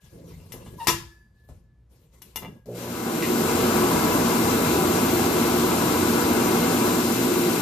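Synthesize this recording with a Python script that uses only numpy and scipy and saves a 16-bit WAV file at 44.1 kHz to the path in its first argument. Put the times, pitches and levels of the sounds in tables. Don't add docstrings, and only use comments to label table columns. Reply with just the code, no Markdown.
import sys
import numpy as np
from scipy import signal
from scipy.io import wavfile

SR = 44100
rng = np.random.default_rng(int(sys.argv[2]) if len(sys.argv) > 2 else 0)


def wrap_up_sound(samples):
    columns = np.atleast_2d(samples).T
    tamed = np.clip(columns, -1, 1)
    steps = np.round(tamed * 32767).astype(np.int16)
    wavfile.write(sys.argv[1], SR, steps)


N = 335601

# [f/Hz, width/Hz, boost/dB]
HOUSING_MODES = [(91.7, 5.8, 9.5), (117.5, 2.9, 7.5), (149.3, 3.6, 6), (170.3, 7.6, 10.5),
                 (230.7, 17.3, 6.5), (309, 23, 2), (358.7, 16, 10), (441, 6.2, 6.5), (560, 11, 2),
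                 (477.3, 16, 9.5), (619, 14, 6), (669, 12, 5), (769.5, 18, 7), (989, 33, 7), (1140, 23, 5),
                 (1317, 24, 6), (1469, 20, 7.5), (1600, 48, 3), (1820, 170, -4), (2098, 31, 8.5),
                 (2346, 17, 4.5), (2660, 130, 2.5), (3960, 140, 4.5), (4930, 30, -6), (7350, 660, 3),
                 (9670, 3500, -5.5)]
# [f/Hz, left above right/dB]
PORT_BALANCE = [(60, 4.5), (110, -0.5), (200, 1), (380, -1.5), (700, -2.5), (1290, 7), (2380, 3.5),
                (4400, 4.5), (8120, 8.5), (15000, 10.5)]
LEFT_RIGHT = np.array([[.5], [-.5]])
MOTOR_ON_S = 2.655
HANDLED_S = 3.5


def from_db(db):
    return 10 ** (np.asarray(db) / 20)


def rms_one(x):
    return x / np.sqrt(np.mean(x ** 2) + 1e-20)


def in_time(rows):
    s, *columns = np.transpose(rows)
    return [np.interp(np.arange(N) / SR, s, column) for column in columns]


def at_hz(points, hz):
    table_hz, values = np.array(points).T
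    return np.interp(np.log(hz), np.log(table_hz), values)


def drift(rate):
    r = np.exp(-80 * np.pi * rate / SR)
    white = rng.standard_normal(N // 40 + 2002)
    slow = signal.lfilter([1], [1, -2 * r, r * r], white)[2000:]
    return np.interp(np.arange(N) / 40, np.arange(len(slow)), rms_one(slow))


def butter(x, order, hz, kind):
    return signal.sosfilt(signal.butter(order, hz, kind, fs=SR, output="sos"), x)


def ring(x, hz, t60):
    r, w = from_db(-60 / (t60 * SR)), 2 * np.pi * hz / SR
    return signal.lfilter([0, np.sin(w)], [1, -2 * r * np.cos(w), r * r], x + 1e-18)


def resonance(x, hz, width_hz):
    r = np.exp(-np.pi * width_hz / SR)
    poles = [1, -2 * r * np.cos(2 * np.pi * hz / SR), r * r]
    return (1 - r * r) / 2 * signal.lfilter([1, 0, -1], poles, x)


def boost(x, hz, width_hz, db):
    return x + (from_db(db) - 1) * resonance(x, hz, width_hz)


def bands(length):
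    # [f/Hz, likeness 0-1]
    port_likeness = [(30, .8), (100, .98), (250, .98), (500, .82), (900, .88), (1300, .7), (2000, .4),
                     (4000, .2), (8000, .05)]
    # [f/Hz, lead/rad]
    phase_lead = [(220, 0.05), (400, 0.82), (600, 0.77), (900, 1.3), (1400, 0.92), (1900, -1.7), (2700, .8)]
    edges = 22 * 2 ** np.arange(0, 9.6, 1 / 3)
    white = rng.standard_normal((2, 2, length))
    for k, (low, high) in enumerate(zip(edges, edges[1:])):
        mid, side = butter(white[k % 2], 2, [low, high], "band")
        hz = np.sqrt(low * high)
        alike = np.clip(at_hz(port_likeness, hz), 0, 1)
        pair = np.sqrt(1 + alike) * mid + np.sqrt(1 - alike) * side * [[1], [-1]]
        lag = round(at_hz(phase_lead, hz) / (2 * np.pi * hz) * SR)
        pair[1] = np.roll(pair[1], lag)
        yield hz, pair * from_db(at_hz(PORT_BALANCE, hz) * LEFT_RIGHT)


def layered_noise(spectrum, layers_db, start, length, trim_db, shared_db, patchy_db):
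    layer_centres = [95, 260, 1100, 2600]
    out, together = np.zeros((2, N)), drift(3.9)
    span = slice(start, start + length)
    for hz, pair in bands(len(together[span])):
        shares = [np.interp(np.log(hz), np.log(layer_centres), one) for one in np.eye(len(layer_centres))]
        level_db = sum(share * db for share, db in zip(shares, layers_db))
        flicker_db = shared_db * together + patchy_db * drift(13.0)
        gain = from_db(trim_db + at_hz(spectrum, hz) + level_db + flicker_db)
        out[:, span] += gain[span] * pair
    return out


def blower():
    # [f/Hz, relative density/dB]
    air_colour = [(15, -63), (25, -30.5), (80, -13.5), (193, -8), (233, 0), (356, -3.5), (531, -13.5),
                  (903, -12), (977, -12), (1500, -18.5), (1900, -25.5), (2110, -22), (3150, -26),
                  (7360, -26.5), (14300, -25.5)]
    # [t/s, closeness 0-1]
    hand_closeness = [(3.5, 1), (3.7, 1), (4.4, 0.83), (5.0, 0.7), (6.3, 0.77), (6.9, 0.6), (7.2, 0.66)]
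    full_db = [-33, -22.5, -25.5, -19.5]
    growth_powers = [1.22, 1.46, 1.08, 0.95]
    full_at = [1.74, 0.81, 1.43, 1.09]
    hand_in_jet_db = [16, 0.1, 5.73, 0.39]
    turned_away_db = [-5, -0.5, -3.5, -0.5]
    before_catch_db = [0, 0, -7, -5]
    catch_s, turn_s, turn_length_s = 2.755, 6.9, 0.15
    run_up_s, knee = 0.84, 50

    t = np.arange(N) / SR
    progress = np.clip((t - MOTOR_ON_S) / run_up_s, 1e-3, None)
    hand = in_time(hand_closeness)[0]
    turned = np.clip((t - turn_s) / turn_length_s, 0, 1)
    before = np.clip((catch_s - t) / .015, 0, 1)
    lurch_db = 2.5 * np.exp(-progress / 0.5)
    layers_db = []
    for db, power, full, hand_db, away_db, before_db in zip(
            full_db, growth_powers, full_at, hand_in_jet_db, turned_away_db, before_catch_db):
        part = progress / full
        grown_db = 20 * np.log10(part / (1 + part ** knee) ** (1 / knee))
        steady_db = db + power * grown_db + lurch_db * drift(3.0)
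        layers_db.append(steady_db + hand_db * hand + away_db * turned + before_db * before)
    air = layered_noise(air_colour, layers_db, round(MOTOR_ON_S * SR), N,
                        trim_db=15.5, shared_db=-0.05, patchy_db=0.78)
    for hz, width_hz, db in HOUSING_MODES:
        air = boost(air, hz, width_hz, db)
    return air


def motor_hum():
    # [f/Hz, rms level before the waver/dB]
    hum_tones = [(119.5, -44), (179.5, -45), (239, -49)]
    t = np.arange(N) / SR
    hum = sum(from_db(db + 2.1 * drift(12.0)) * np.sqrt(2) * np.sin(2 * np.pi * hz * t)
              for hz, db in hum_tones)
    return hum * np.clip((t - MOTOR_ON_S) / 0.034, 0, 1)


def growl():
    # [multiple, relative level before the waver/dB]
    buzz_orders = [(5, -8), (6, -4), (7, 0), (8, -1), (9, -3), (10, -8)]
    mains_hz, level_db, first_db = 60.2, -38.5, -11
    delay_s, attack_s, length_s = 0.019, 0.01, 0.32
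    t = np.arange(N) / SR
    since = np.maximum(t - MOTOR_ON_S - delay_s, 0)
    buzz = sum(from_db(db + 3.7 * drift(13.0)) * np.sin(2 * np.pi * (k * mains_hz * t + rng.random()))
               for k, db in buzz_orders)
    laminations = butter(rng.standard_normal(N), 3, [333, 628], "band")
    rough = rms_one(buzz) + rms_one(laminations)
    first = from_db(first_db) * np.clip((t - MOTOR_ON_S) / .008, 0, 1)
    shape = np.maximum(first, np.minimum(since / attack_s, 1)) * np.exp(-(since / length_s) ** 4)
    lurch_db = 1.5 * drift(8.0)
    return from_db(level_db + lurch_db) * shape * rms_one(rough)


def start_switch():
    # [from f/Hz, to f/Hz, level/dB, decay/s]
    snap_parts = [(2800, 5600, -32, .008), (1850, 2150, -35, .035), (2400, 2900, -35, .03)]
    opens_s = 3.224
    since, white = np.arange(N) / SR - opens_s, rng.standard_normal(N)
    out = np.zeros(N)
    for low, high, db, decay_s in snap_parts:
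        noise = rms_one(butter(white, 2, [low, high], "band"))
        out += from_db(db) * noise * np.exp(-np.maximum(since, 0) / decay_s)
    return (since > 0) * out


def contacts():
    # [t/s, level/dB, chatter/s, treble/dB, top/dB, ring/dB, thump/dB,
    #  nozzle tipped out in the hand 0-1, singing/dB]
    contact_rows = [(0.521, -39, 0.022, 7, 7.5, -25, -10, 1, -34),
                    (0.539, -39.5, .014, -13, 0, -20, 2, 1, -43),
                    (0.661, -51, 0.027, -22, -2, -10, 9, 1, -17),
                    (0.871, -6.5, 0.016, 0, -9, -29, -48, 0, -80),
                    (0.883, -7.5, 0.013, -1.5, -12, -24, -21, 0, -42),
                    (0.894, -12, 0.02, -1.5, -11, -26.5, -29, 0, -79),
                    (1.488, -49, 0.022, -1.5, -6, -33, 4, 0, -50),
                    (2.219, -41.5, 0.013, 5.5, 8, -28.5, -26, 1, -49),
                    (2.359, -25.5, 0.013, 3, 7, -22.5, -22.5, 1, -48),
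                    (2.37, -28.5, 0.012, -1.5, -3, -18.5, -18, 1, -60),
                    (2.423, -34, 0.0099, -19, 3, -18, -1, 1, -45),
                    (2.431, -33, 0.0072, -16, 0, -16, -7, 1, -60),
                    (2.448, -38, 0.017, -21, 2, -10.5, -3.5, 1, -36),
                    (2.658, -47, 0.029, -0.5, 0, -36, -1, 0, -60)]
    dull_left_db, bright_left_db = 11.5, 16
    still_singing_db = -70.5
    strike_db, chatter_ring_db = 17, -2
    chatter, thumps = np.zeros((2, N)), np.zeros(N)
    to_ring, to_lip = np.zeros((2, N)), np.zeros((2, N))
    to_lip[1, 0] = from_db(still_singing_db)

    t = np.arange(round(.3 * SR)) / SR
    grains = rng.standard_normal((len(contact_rows), len(t)))
    dull = butter(grains, 2, 3500.0, "low")
    tops = butter(grains, 2, 8500.0, "high")
    click = 1. * (t == 0)
    soft = butter(click, 2, 1800.0, "low")
    for row, grain, low, top in zip(contact_rows, grains, dull, tops):
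        s, db, chatter_s, treble_db, top_db, ring_db, thump_db, tipped, singing_db = row
        at, held = round(s * SR), int(tipped > .5)
        span = slice(at, at + len(t))
        shape = 0.5 * np.exp(-(t / max(chatter_s, .001)) ** 2) + 0.57 * np.exp(-t / 0.0015)
        envelope = from_db(db - 7.5) * shape
        bright = grain - low + (from_db(top_db) - 1) * top
        bright = envelope * from_db(treble_db) * bright
        low = envelope * low
        chatter[:, span] += low * from_db(dull_left_db * LEFT_RIGHT)
        chatter[:, span] += bright * from_db(bright_left_db * LEFT_RIGHT)
        strike = from_db(db + strike_db) * (soft + from_db(treble_db) * (click - soft))
        to_ring[held, span] += from_db(ring_db) * (strike + from_db(chatter_ring_db) * (low + bright))
        thumps[span] += from_db(db + thump_db) * np.exp(-(t / 0.023) ** 2) * grain
        to_lip[held, at] += from_db(db + singing_db)
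    chatter = butter(chatter, 2, 750.0, "high")
    chatter = boost(chatter, 8800, 2500, -7.5)
    return chatter, to_ring, to_lip, thumps


def nozzle_ringing(to_ring):
    # [f/Hz, relative level shut/dB, relative level tipped out/dB, t60 shut/s]
    nozzle_modes = [(463, 1, -3, 0.069), (520, -4, -2, .12), (805, -14, -4.5, .12), (896, -6, -1.5, .15),
                    (1010, 9.5, 1.5, 0.075), (1117, -0.5, 0, .13), (1305, 4, 0.5, .07),
                    (1890, 4.5, -12.5, .06), (2057, 0.5, 1, .12), (2220, 0.5, -6.5, 0.071),
                    (2337, 7.5, -2, 0.11), (2820, -7, 3, 0.17), (2933, -5, 2.5, 0.12),
                    (3500, -5.5, 9.5, .05), (4230, -2.5, 0, .05), (5230, 2.5, -1.5, .05),
                    (5730, 3, -2.5, 0.082), (6360, 1, 3, 0.06), (11640, 0.5, 10, 0.028),
                    (12600, -1, 6.5, .025)]
    held_damping = .65
    rattle_db = 4
    end = round(HANDLED_S * SR)
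    shut, out = to_ring[:, :end]
    modes = np.zeros((2, end))
    for hz, shut_db, out_db, t60 in nozzle_modes:
        gain = from_db(at_hz(PORT_BALANCE, hz) * LEFT_RIGHT - 15.5 + rattle_db * drift(80.0)[:end])
        ringing = from_db(shut_db) * ring(shut, hz, t60)
        ringing = ringing + from_db(out_db) * ring(out, hz, held_damping * t60)
        modes += gain * ringing
    return np.pad(modes, [(0, 0), (0, N - end)])


def lip_singing(to_lip):
    # [f/Hz, relative level/dB, t60/s]
    shut_modes = [(339, 19.5, 0.45), (352, 12, .3), (459, 13, .15), (1385, -1, .5), (1703, 1, .7),
                  (4735, -7, 0.8), (8130, 11, .2), (1724, -8, 1.7), (1727.6, -15, 2.0)]
    # [f/Hz, relative level/dB, t60/s]
    out_modes = [(1640, -3, 1.5), (1672, 0, 1.0)]
    lip = sum(from_db(db) * ring(hits, hz, t60)
              for hits, modes in zip(to_lip, [shut_modes, out_modes]) for hz, db, t60 in modes)
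    return lip * from_db(2.5 * drift(30))


def housing_thump(thumps):
    thumps = butter(thumps, 2, [90.0, 680.0], "band")
    return 3 * boost(thumps, 159, 9.1, 13.0)


def squeak():
    # [t/s, f/Hz, level before the throb/dB]
    hinge_glide = [(.778, 987, -58), (.79, 1010, -46), (0.797, 990, -43.5), (.803, 940, -35.5),
                   (.812, 917, -37), (0.826, 935, -40), (.836, 931, -41.5), (.849, 945, -52),
                   (.86, 956, -44.5), (.868, 983, -47.5)]
    # [multiple, relative level/dB]
    overtone_orders = [(2, -14), (3, -14), (4, -23)]
    overtones_from_s = .797
    t = np.arange(N) / SR
    hz, db = in_time(hinge_glide)
    overtones_db = 1 + .4 * (db - db.max())
    phase = 2 * np.pi * np.cumsum(hz * (1 + .022 * drift(150))) / SR
    gate = np.clip(np.minimum(t - hinge_glide[0][0], hinge_glide[-1][0] - t) / .004, 0, 1)
    overtones = sum(from_db(order_db + 3.1 * drift(80.0)) * np.sin(k * phase)
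                    for k, order_db in overtone_orders)
    overtones = overtones * from_db(overtones_db) * np.clip((t - overtones_from_s) / 0.0043, 0, 1)
    tone = from_db(3.0 * drift(110.0) + 0.5) * np.sin(phase) + overtones
    return np.sqrt(2) * gate * from_db(db) * tone


def chirps():
    # [t/s, length/s, f/Hz, level/dB]
    finger_slips = [(0.288, .012, 5740, -64), (0.338, 0.026, 2070, -63), (0.408, 0.022, 2720, -66.5),
                    (0.624, 0.022, 2756, -63.5), (0.667, 0.014, 2980, -62.5), (2.148, .02, 2040, -70)]
    t, white = np.arange(N) / SR, rng.standard_normal(N)
    return sum(from_db(db) * np.exp(-((t - s) / length_s) ** 2) * rms_one(resonance(white, hz, 110.0))
               for s, length_s, hz, db in finger_slips)


def stroke_levels():
    # [t/s, length/s, low rumble level/dB, rumble level/dB, rustle level/dB]
    hand_strokes = [(0.0, 0.14, -54, -56, -44.5), (0.118, 0.17, -55, -31, -47),
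                    (0.25, 0.49, -47, -40, -42.5), (0.508, 0.26, -49, -32, -41.5),
                    (0.765, 0.17, -52, -42, -32.5), (0.897, 0.14, -42.5, -45, -57.5),
                    (1.334, 0.19, -74, -78.5, -59), (1.462, 0.11, -48, -49, -52.5),
                    (1.888, 0.18, -67, -52, -51.5), (2.105, 0.13, -72, -49.5, -48.5),
                    (2.213, 0.2, -73, -53, -45.5), (2.374, 0.19, -52, -31.5, -54)]
    resting_db = [-68, -59.5, -83, -75]
    release_times = [.05, 0.027, 0.031, .045]
    attack_s, fade_db_per_s = 0.043, 17
    t = np.arange(round(HANDLED_S * SR)) / SR
    powers = [from_db(2 * db) for db in resting_db]
    for s, length_s, low_db, rumble_db, rustle_db in hand_strokes:
        scuff_db = -2.5 + 0.21 * rumble_db + (1 - 0.21) * rustle_db
        since = np.maximum(t - s, 0)
        held = np.minimum(since / attack_s, 1) * from_db(-fade_db_per_s * since)
        after = np.maximum(since - length_s, 0)
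        powers = [power + (from_db(db) * held * np.exp(-after / release_s)) ** 2 for power, db, release_s
                  in zip(powers, [low_db, rumble_db, scuff_db, rustle_db], release_times)]
    return [np.pad(10 * np.log10(power), (0, N - len(t)), "edge") for power in powers]


def handling():
    # [f/Hz, relative density/dB]
    rub_colour = [(15, -40.5), (25, -11), (71, 8.5), (176, -1), (257, -16.5), (515, -13.5), (637, -26.5),
                  (1000, -22), (1390, -35), (2070, -30.5), (15000, -34)]
    scrape_depths_db = [1.5, 2, 1.5, 1]
    catch = drift(30)
    levels_db = [db + depth_db * catch for db, depth_db in zip(stroke_levels(), scrape_depths_db)]
    rub = layered_noise(rub_colour, levels_db, 0, 3 * SR, trim_db=16.0, shared_db=0.0, patchy_db=2.5)
    for hz, width_hz, db in HOUSING_MODES:
        rub = boost(rub, hz, width_hz, 0.4 * db)
    return rub


def room_hum():
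    # [f/Hz, rms level/dB]
    hum_bands = [(59.2, -59), (118.4, -61.5)]
    return sum(from_db(db) * rms_one(resonance(rng.standard_normal(N), hz, 3.5)) for hz, db in hum_bands)


def restroom(x):
    # [f/Hz, t60/s]
    tile_decay = [(100, 0.46), (340, 0.14), (1000, 0.32), (4000, 0.32), (11000, 0.21)]
    late_db, late_t60_s = -21.5, 0.61
    t = np.arange(round(.7 * SR)) / SR
    tail = np.zeros((2, len(t)))
    for hz, pair in bands(len(t)):
        early = from_db(-60 * t / at_hz(tile_decay, hz))
        late = from_db(late_db - 60 * t / late_t60_s)
        tail += pair * (early + late)
    tail = tail * np.clip(t / 0.0034, 0, 1) / np.sqrt(np.sum(tail ** 2) / 2)
    return signal.fftconvolve(x[None], tail, axes=1)[:, :N]


def scene():
    chatter, to_ring, to_lip, thumps = contacts()
    ringing = nozzle_ringing(to_ring)
    knocks = chatter + lip_singing(to_lip) + housing_thump(thumps)
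    knocks = knocks + squeak() + chirps() + start_switch()
    to_room = (knocks + from_db(-6) * ringing).mean(axis=0)
    dryer = blower() + motor_hum() + growl()
    nozzle = knocks + ringing + from_db(-2) * restroom(to_room)
    return dryer + nozzle + handling() + room_hum()


def record(dry):
    rounded = np.tanh(dry)
    return signal.sosfilt(signal.ellip(14, .5, 90, 14540, fs=SR, output="sos"), rounded)


dry = scene()
out = record(dry)
wrap_up_sound(out)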